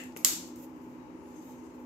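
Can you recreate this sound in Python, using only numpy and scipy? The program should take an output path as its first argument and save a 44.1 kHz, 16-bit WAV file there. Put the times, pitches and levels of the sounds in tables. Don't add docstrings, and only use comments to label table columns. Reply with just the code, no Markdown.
import sys
import numpy as np
from scipy import signal
from scipy.fft import rfft, irfft, next_fast_len
from scipy.io import wavfile
from scipy.ndimage import uniform_filter1d, map_coordinates

SR = 44100
rng = np.random.default_rng(int(sys.argv[2]) if len(sys.argv) > 2 else 0)


def generate_wav(signal):
    frames = np.transpose(np.atleast_2d(signal))
    scaled = np.clip(frames, -1, 1) * 32767
    pcm = np.round(scaled).astype(np.int16)
    wavfile.write(sys.argv[1], SR, pcm)


def convert_level_to_amplitude(level_db):
    exponent = np.asarray(level_db, float) / 20
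    return 10 ** exponent


N = 81585
T = np.arange(N) / SR

SLIP_S = [.24722, .24745, .2481, .2485, .2493, .2500, .2508]
# [f/Hz, left over right/dB]
LEFTWARD = [(900, -0.5), (1500, -0.5), (2200, 8), (4800, 7), (6500, -2), (9000, -2)]


def unit(x):
    return x / np.sqrt(np.mean(x ** 2) + 1e-20)


def along(points, hz):
    f, v = np.transpose(points)
    return np.interp(np.log(hz + 1), np.log(f + 1), v)


def wobble(rate_hz):
    knots = rng.standard_normal(int(N * rate_hz / SR) + 4)
    return map_coordinates(knots, [T * rate_hz])


def filtered(x, response):
    m = next_fast_len(N + SR // 2)
    return irfft(rfft(x, m) * response(np.fft.rfftfreq(m, 1 / SR)), m)[..., :N]


def pan(db):
    return convert_level_to_amplitude([[db / 2], [-db / 2]])


def leaning(x, balance):
    return filtered(x, lambda hz: convert_level_to_amplitude(np.outer([.5, -.5], along(balance, hz))))


def resonance(centre_hz, width_hz):
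    return lambda f: 1 / (1 + (2 * (f - centre_hz) / width_hz) ** 2)


def rush(gain):
    # [f/Hz, correlation]
    alike = [(60, 0.93), (130, 0.4), (290, 0.99), (640, 0.67), (1400, -0.2), (3000, 0.012)]

    def mid_side(hz):
        turn = np.arccos(np.clip(along(alike, hz), -1, 1)) / 2
        return gain(hz) * [np.cos(turn), np.sin(turn)]

    mid, side = filtered(rng.standard_normal((2, N)), mid_side)
    return unit(np.array([mid + side, mid - side]))


def coloured(spectrum):
    return rush(lambda hz: convert_level_to_amplitude(along(spectrum, hz)))


def pulse(s, gain):
    x = filtered(np.arange(N) == round(s * SR), gain)
    return x / np.linalg.norm(x)


def rumble():
    # [f/Hz, density/dB]
    rumble_spectrum = [(15, -73.5), (25, -44), (64, -13.5), (145, -11.5), (173, -13.5), (209, -18),
                       (253, -1.5), (441, -14.5), (1600, -33), (2080, -58), (3520, -120)]
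    return convert_level_to_amplitude(-52.5 + 0.5 * wobble(13.0)) * coloured(rumble_spectrum)


def hiss():
    # [f/Hz, density/dB]
    hiss_spectrum = [(760, -25), (1300, -2.5), (2810, -11), (3330, -19.5), (3900, -22), (6680, -13.5),
                     (9660, -28.5), (12600, -21), (16200, -33)]
    return convert_level_to_amplitude(-67 + 0.32 * wobble(2.8)) * coloured(hiss_spectrum)


def fan_hum():
    # [f/Hz, width/Hz, level/dB]
    hum = [(309, 27, -55.5), (325.1, 52, -54), (396.4, 60, -60.5), (522, 91, -63.5), (850.4, 25, -64),
           (903.3, 25, -66), (968, 370, -61)]
    # [f/Hz, level/dB, left over right/dB]
    tones = [(182.1, -65.5, 0), (249.6, -51.5, -2)]
    # [peak t/s, width/s, gain/dB]
    swell = (.39, .06, 13)
    out = np.zeros((2, N))
    for hz, width_hz, db in hum:
        out += convert_level_to_amplitude(db) * rush(resonance(hz, width_hz))
    peak_s, width_s, gain_db = swell
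    swell_db = gain_db * np.exp(-((T - peak_s) / width_s) ** 2)
    for hz, db, pan_db in tones:
        phase = 2 * np.pi * hz * T + 1.3 * wobble(8)
        level_db = db + 2.6 * wobble(12) + (hz == tones[0][0]) * swell_db
        out += np.sqrt(2) * convert_level_to_amplitude(level_db) * np.sin(phase) * pan(pan_db)
    return out


def earlier_knock():
    # [f/Hz, width/Hz, level/dB]
    earlier = [(498, 210, 0), (1868, 750, 2), (2692, 380, 4), (3900, 2400, -12.5), (7200, 1600, -4.5),
               (12460, 3800, -16.5)]
    start_db, t60_s = -43.5, 0.31

    def gain(f):
        return np.sqrt(sum((convert_level_to_amplitude(db) * resonance(hz, width_hz)(f)) ** 2 for hz, width_hz, db in earlier))

    return convert_level_to_amplitude(start_db - 60 * T / t60_s) * rush(gain)


def air():
    return leaning(rumble() + hiss() + fan_hum(), LEFTWARD) * pan(.4) + earlier_knock()


def cloth():
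    # [t/s, rise/s, fall/s, level/dB, bright over dull/dB]
    strokes = [(.44, .04, .06, -66, 3), (.49, .03, .06, -75, 4), (.553, .01, 0.16, -65, 1),
               (.565, 0.05, 0.13, -65, 5), (.66, 0.2, .25, -76, 1), (1.1, .35, 0.58, -66.5, -10),
               (1.4, .07, .13, -75, 10), (1.7, .08, .2, -81.5, 6)]
    # [f/Hz, density/dB]
    dull_spectrum = [(1500, -28), (2500, -10), (4500, -14.5), (7000, 1), (8200, -6.5), (9200, -18.5),
                     (11000, -9.5), (16000, -25)]
    # [f/Hz, density/dB]
    bright_spectrum = [(8500, -58), (9500, -18), (11500, -5.5), (13000, 0), (15000, -6), (16300, -17)]
    dull_power, bright_power = np.zeros((2, N))
    for s, rise_s, fall_s, db, bright_db in strokes:
        rise = np.sin(np.pi / 2 * np.clip((T - s) / rise_s, 0, 1)) ** 2
        fall = np.exp(-(2 * np.maximum(T - s - rise_s, 0) / fall_s) ** 2)
        dull_power += (convert_level_to_amplitude(db) * rise * fall) ** 2
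        bright_power += (convert_level_to_amplitude(db + bright_db) * rise * fall) ** 2
    grain = convert_level_to_amplitude(1.78 * wobble(54))
    dull = np.sqrt(dull_power) * coloured(dull_spectrum)
    return grain * (dull + np.sqrt(bright_power) * coloured(bright_spectrum))


def thread_tone(hz, roughness):
    phase = 2 * np.pi * np.cumsum(hz * (1 + roughness * wobble(400))) / SR
    sides = [convert_level_to_amplitude(2 * wobble(60)) * np.sin(phase + wobble(60)) for _ in range(2)]
    return np.sqrt(2) * np.array(sides)


def sleeve():
    # [t/s, thread rate/Hz, level/dB]
    slide = [
        (1.15, 9400, -90),
        (1.2, 9600, -83),
        (1.345, 12150, -79),
        (1.42, 12950, -78),
        (1.5, 14150, -75),
        (1.555, 13800, -79),
        (1.6, 12200, -83),
        (1.65, 9800, -86),
        (1.69, 7500, -82),
    ]
    s, hz, db = np.transpose(slide)
    rate_hz = uniform_filter1d(np.interp(T, s, hz), size=1500)
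    gain = convert_level_to_amplitude(np.interp(T, s, db, left=-150, right=-150))
    cross_start_s, cross_end_s, cross_ratio, cross_db = 1.225, 1.345, 1.225, -1
    cross_gate = np.clip(np.minimum(cross_end_s - T, T - cross_start_s) / .02, 0, 1)
    cross = convert_level_to_amplitude(cross_db) * cross_gate * thread_tone(cross_ratio * rate_hz, .004)
    return gain * (thread_tone(rate_hz, .005) + cross)


def chair_squeaks():
    # [t/s, length/s, f/Hz, level/dB]
    squeaks = [(1.33, .11, 6350, -66), (1.4, .3, 6320, -71), (1.31, .05, 6900, -73), (1.44, .12, 7300, -76),
               (.9, .3, 3850, -84), (1.43, .13, 3780, -81), (1.4, .06, 4650, -81), (1.68, .1, 4150, -83)]
    out = np.zeros((2, N))
    for start_s, length_s, hz, db in squeaks:
        shape = np.sin(np.pi * np.clip((T - start_s) / length_s, 0, 1))
        out += convert_level_to_amplitude(db) * shape * rush(resonance(hz, 120))
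    return out


def ticks():
    # [t/s, level/dB, f/Hz, spread/octaves, left over right/dB]
    contacts = [(0.037, -43.5, 7000, 1.7, 1.5), (0.123, -54, 5000, 0.6, 1.5),
                (.1627, -45, 8000, 0.57, -1.5), (.164, -32, 520, 0.68, 6), (0.1642, -36, 1200, .2, 3),
                (0.1645, -40, 2400, .2, -3.5), (.1648, -43, 9000, .7, 0), (.1705, -33.5, 12950, .1, -5.5),
                (.1705, -46, 9900, .12, -3), (0.1709, -39.5, 6500, 1.3, 0), (.1735, -43.5, 6000, 0.77, 1.5),
                (0.559, -46.5, 8970, 0.88, -1)]
    # [f/Hz, gain/dB]
    ports = [(300, 11.5), (4000, -7), (7000, 1), (9300, -9), (12800, -0.5), (15500, -7.5), (16400, -24)]
    rise_s, fall_s = 0.00012, 0.0065
    out, sent = np.zeros((2, N)), np.zeros(N)
    for s, db, hz, octaves, pan_db in contacts:
        def colour(f):
            return convert_level_to_amplitude(along(ports, f)) * np.exp(-.5 * (np.log2((f + 1) / hz) / octaves) ** 2)

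        after = np.maximum(T - s, 0)
        shape = convert_level_to_amplitude(-30 * after / fall_s) * (1 - np.exp(-after / rise_s))
        dry = convert_level_to_amplitude(db) * pan(pan_db) * rush(colour) * shape
        out += dry
        wet_db = 1 + 1.5 * np.log2(hz / 15740)
        sent += pulse(s, colour) * np.linalg.norm(dry[0]) * convert_level_to_amplitude(wet_db)
    return out, sent


def room(sent):
    # [f/Hz, t60/s]
    decay = [(500, .5), (2000, .44), (4500, .48), (8000, .4), (12000, .33), (16000, .28)]
    gap_s, build_s = .0035, 0.033
    hz, t, z = signal.stft(rng.standard_normal((2, SR)), SR, nperseg=256)
    z = z * convert_level_to_amplitude(-60 * t / along(decay, hz)[:, None])
    tail = signal.istft(z, SR, nperseg=256)[1]
    t = np.arange(tail.shape[1]) / SR
    tail = tail * (t > gap_s) * (1 - 0.33 * np.exp(-t / build_s))
    return signal.fftconvolve(sent[None], tail / np.linalg.norm(tail[0]), axes=1)[:, :N]


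def snap_sent():
    # [f/Hz, density/dB]
    wet = [(400, -16.5), (1100, -14), (3110, -10), (5600, -3.5), (7400, 3.5), (9100, -11.5), (12700, -0.5),
           (15400, -8.5)]
    return convert_level_to_amplitude(8) * pulse(SLIP_S[1], lambda f: convert_level_to_amplitude(along(wet, f)))


def snap():
    # [level/dB, left over right/dB]
    slips = [
        (-17, 2.5),
        (2, -2.5),
        (-1.5, 0),
        (-3, -1.5),
        (-16.5, -2.5),
        (-9, -0.5),
        (-10, 12),
    ]
    # [f/Hz, level/dB, t60/s, left over right/dB]
    shell = [(1200, -25, 0.0092, 14), (2100, -19, .008, 2), (3460, -16, 0.0072, 5),
             (4200, -15, 0.0097, 6.5), (4800, -13.5, 0.0056, 8), (5733, -9.5, 0.013, -4),
             (6830, -4.5, 0.0074, -7), (7270, -2, 0.0065, -8.5), (8100, -13.5, 0.007, -8.5),
             (10900, -16, 0.01, -6.5), (12020, -4.5, 0.0072, -6.5), (12760, -7, 0.0037, -7),
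             (14350, -15, 0.0058, -4)]
    snap_db, onset_s = -10, .0001
    out = np.zeros((2, N))
    hz, db, t60_s, mode_pan_db = np.transpose(shell)[:, :, None]
    for s, (level_db, slip_pan_db) in zip(SLIP_S, slips):
        i = int(s * SR)
        t = np.maximum(T[i:i + 2000] - s, 0)
        size_db = rng.normal(0, 2.4, (2, len(shell), 1))
        phase = rng.uniform(-0.2, 1.0, (2, len(shell), 1))
        half_db = (mode_pan_db + slip_pan_db) / 2
        decay_db = db + size_db + [half_db, -half_db] - 60 * t / t60_s
        rings = convert_level_to_amplitude(decay_db) * np.sin(2 * np.pi * hz * t + phase)
        out[:, i:i + 2000] += convert_level_to_amplitude(snap_db + level_db) * (1 - np.exp(-t / onset_s)) * rings.sum(axis=1)

    thud_hz, thud_db, thud_t60_s, thud_pan_db = 430, -30, .012, 5
    late = np.maximum(T - SLIP_S[1], 0)
    thud = convert_level_to_amplitude(-60 * late / thud_t60_s) * np.sin(2 * np.pi * thud_hz * late)
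    out += convert_level_to_amplitude(thud_db) * pan(thud_pan_db) * thud

    crack_db, crack_t60_s = -1.5, .015
    after = np.maximum(T - SLIP_S[0], 0)
    modes = [(f, d) for f, d, *_ in shell]
    crack = coloured([(300, -46.5)] + modes + [(16500, -27)])
    crack = crack * convert_level_to_amplitude(-60 * after / crack_t60_s) * (after > 0)
    out += convert_level_to_amplitude(snap_db + crack_db) * crack
    return filtered(out, lambda f: (1j * f / (200 + 1j * f)) ** 2)


def scene():
    cap = snap()
    touches, sent = ticks()
    wall_s, wall_db = 0.01, -20.5
    wall = convert_level_to_amplitude(wall_db) * np.roll(cap[::-1], round(wall_s * SR), axis=1)
    clicks = cap + wall + touches + room(sent + snap_sent())
    return clicks + air() + leaning(cloth() + sleeve() + chair_squeaks(), LEFTWARD)


def band_limit(x):
    return signal.sosfilt(signal.butter(12, 15800, fs=SR, output="sos"), x)


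def record(dry):
    # [f/Hz, left over right/dB]
    mics = [(600, 0.5), (1200, 5), (3000, 7), (4800, 4.5), (7000, 1.5), (9400, -2.5), (11000, 0),
            (15500, -2)]
    top_hz, above_db = 15740, -36
    mix = filtered(leaning(dry, mics), lambda hz: convert_level_to_amplitude(above_db * np.clip((hz - top_hz) / 100, 0, 1)))
    mix = np.clip(mix, -1, 1)
    return band_limit(mix)


dry = scene()
out = record(dry)
generate_wav(out)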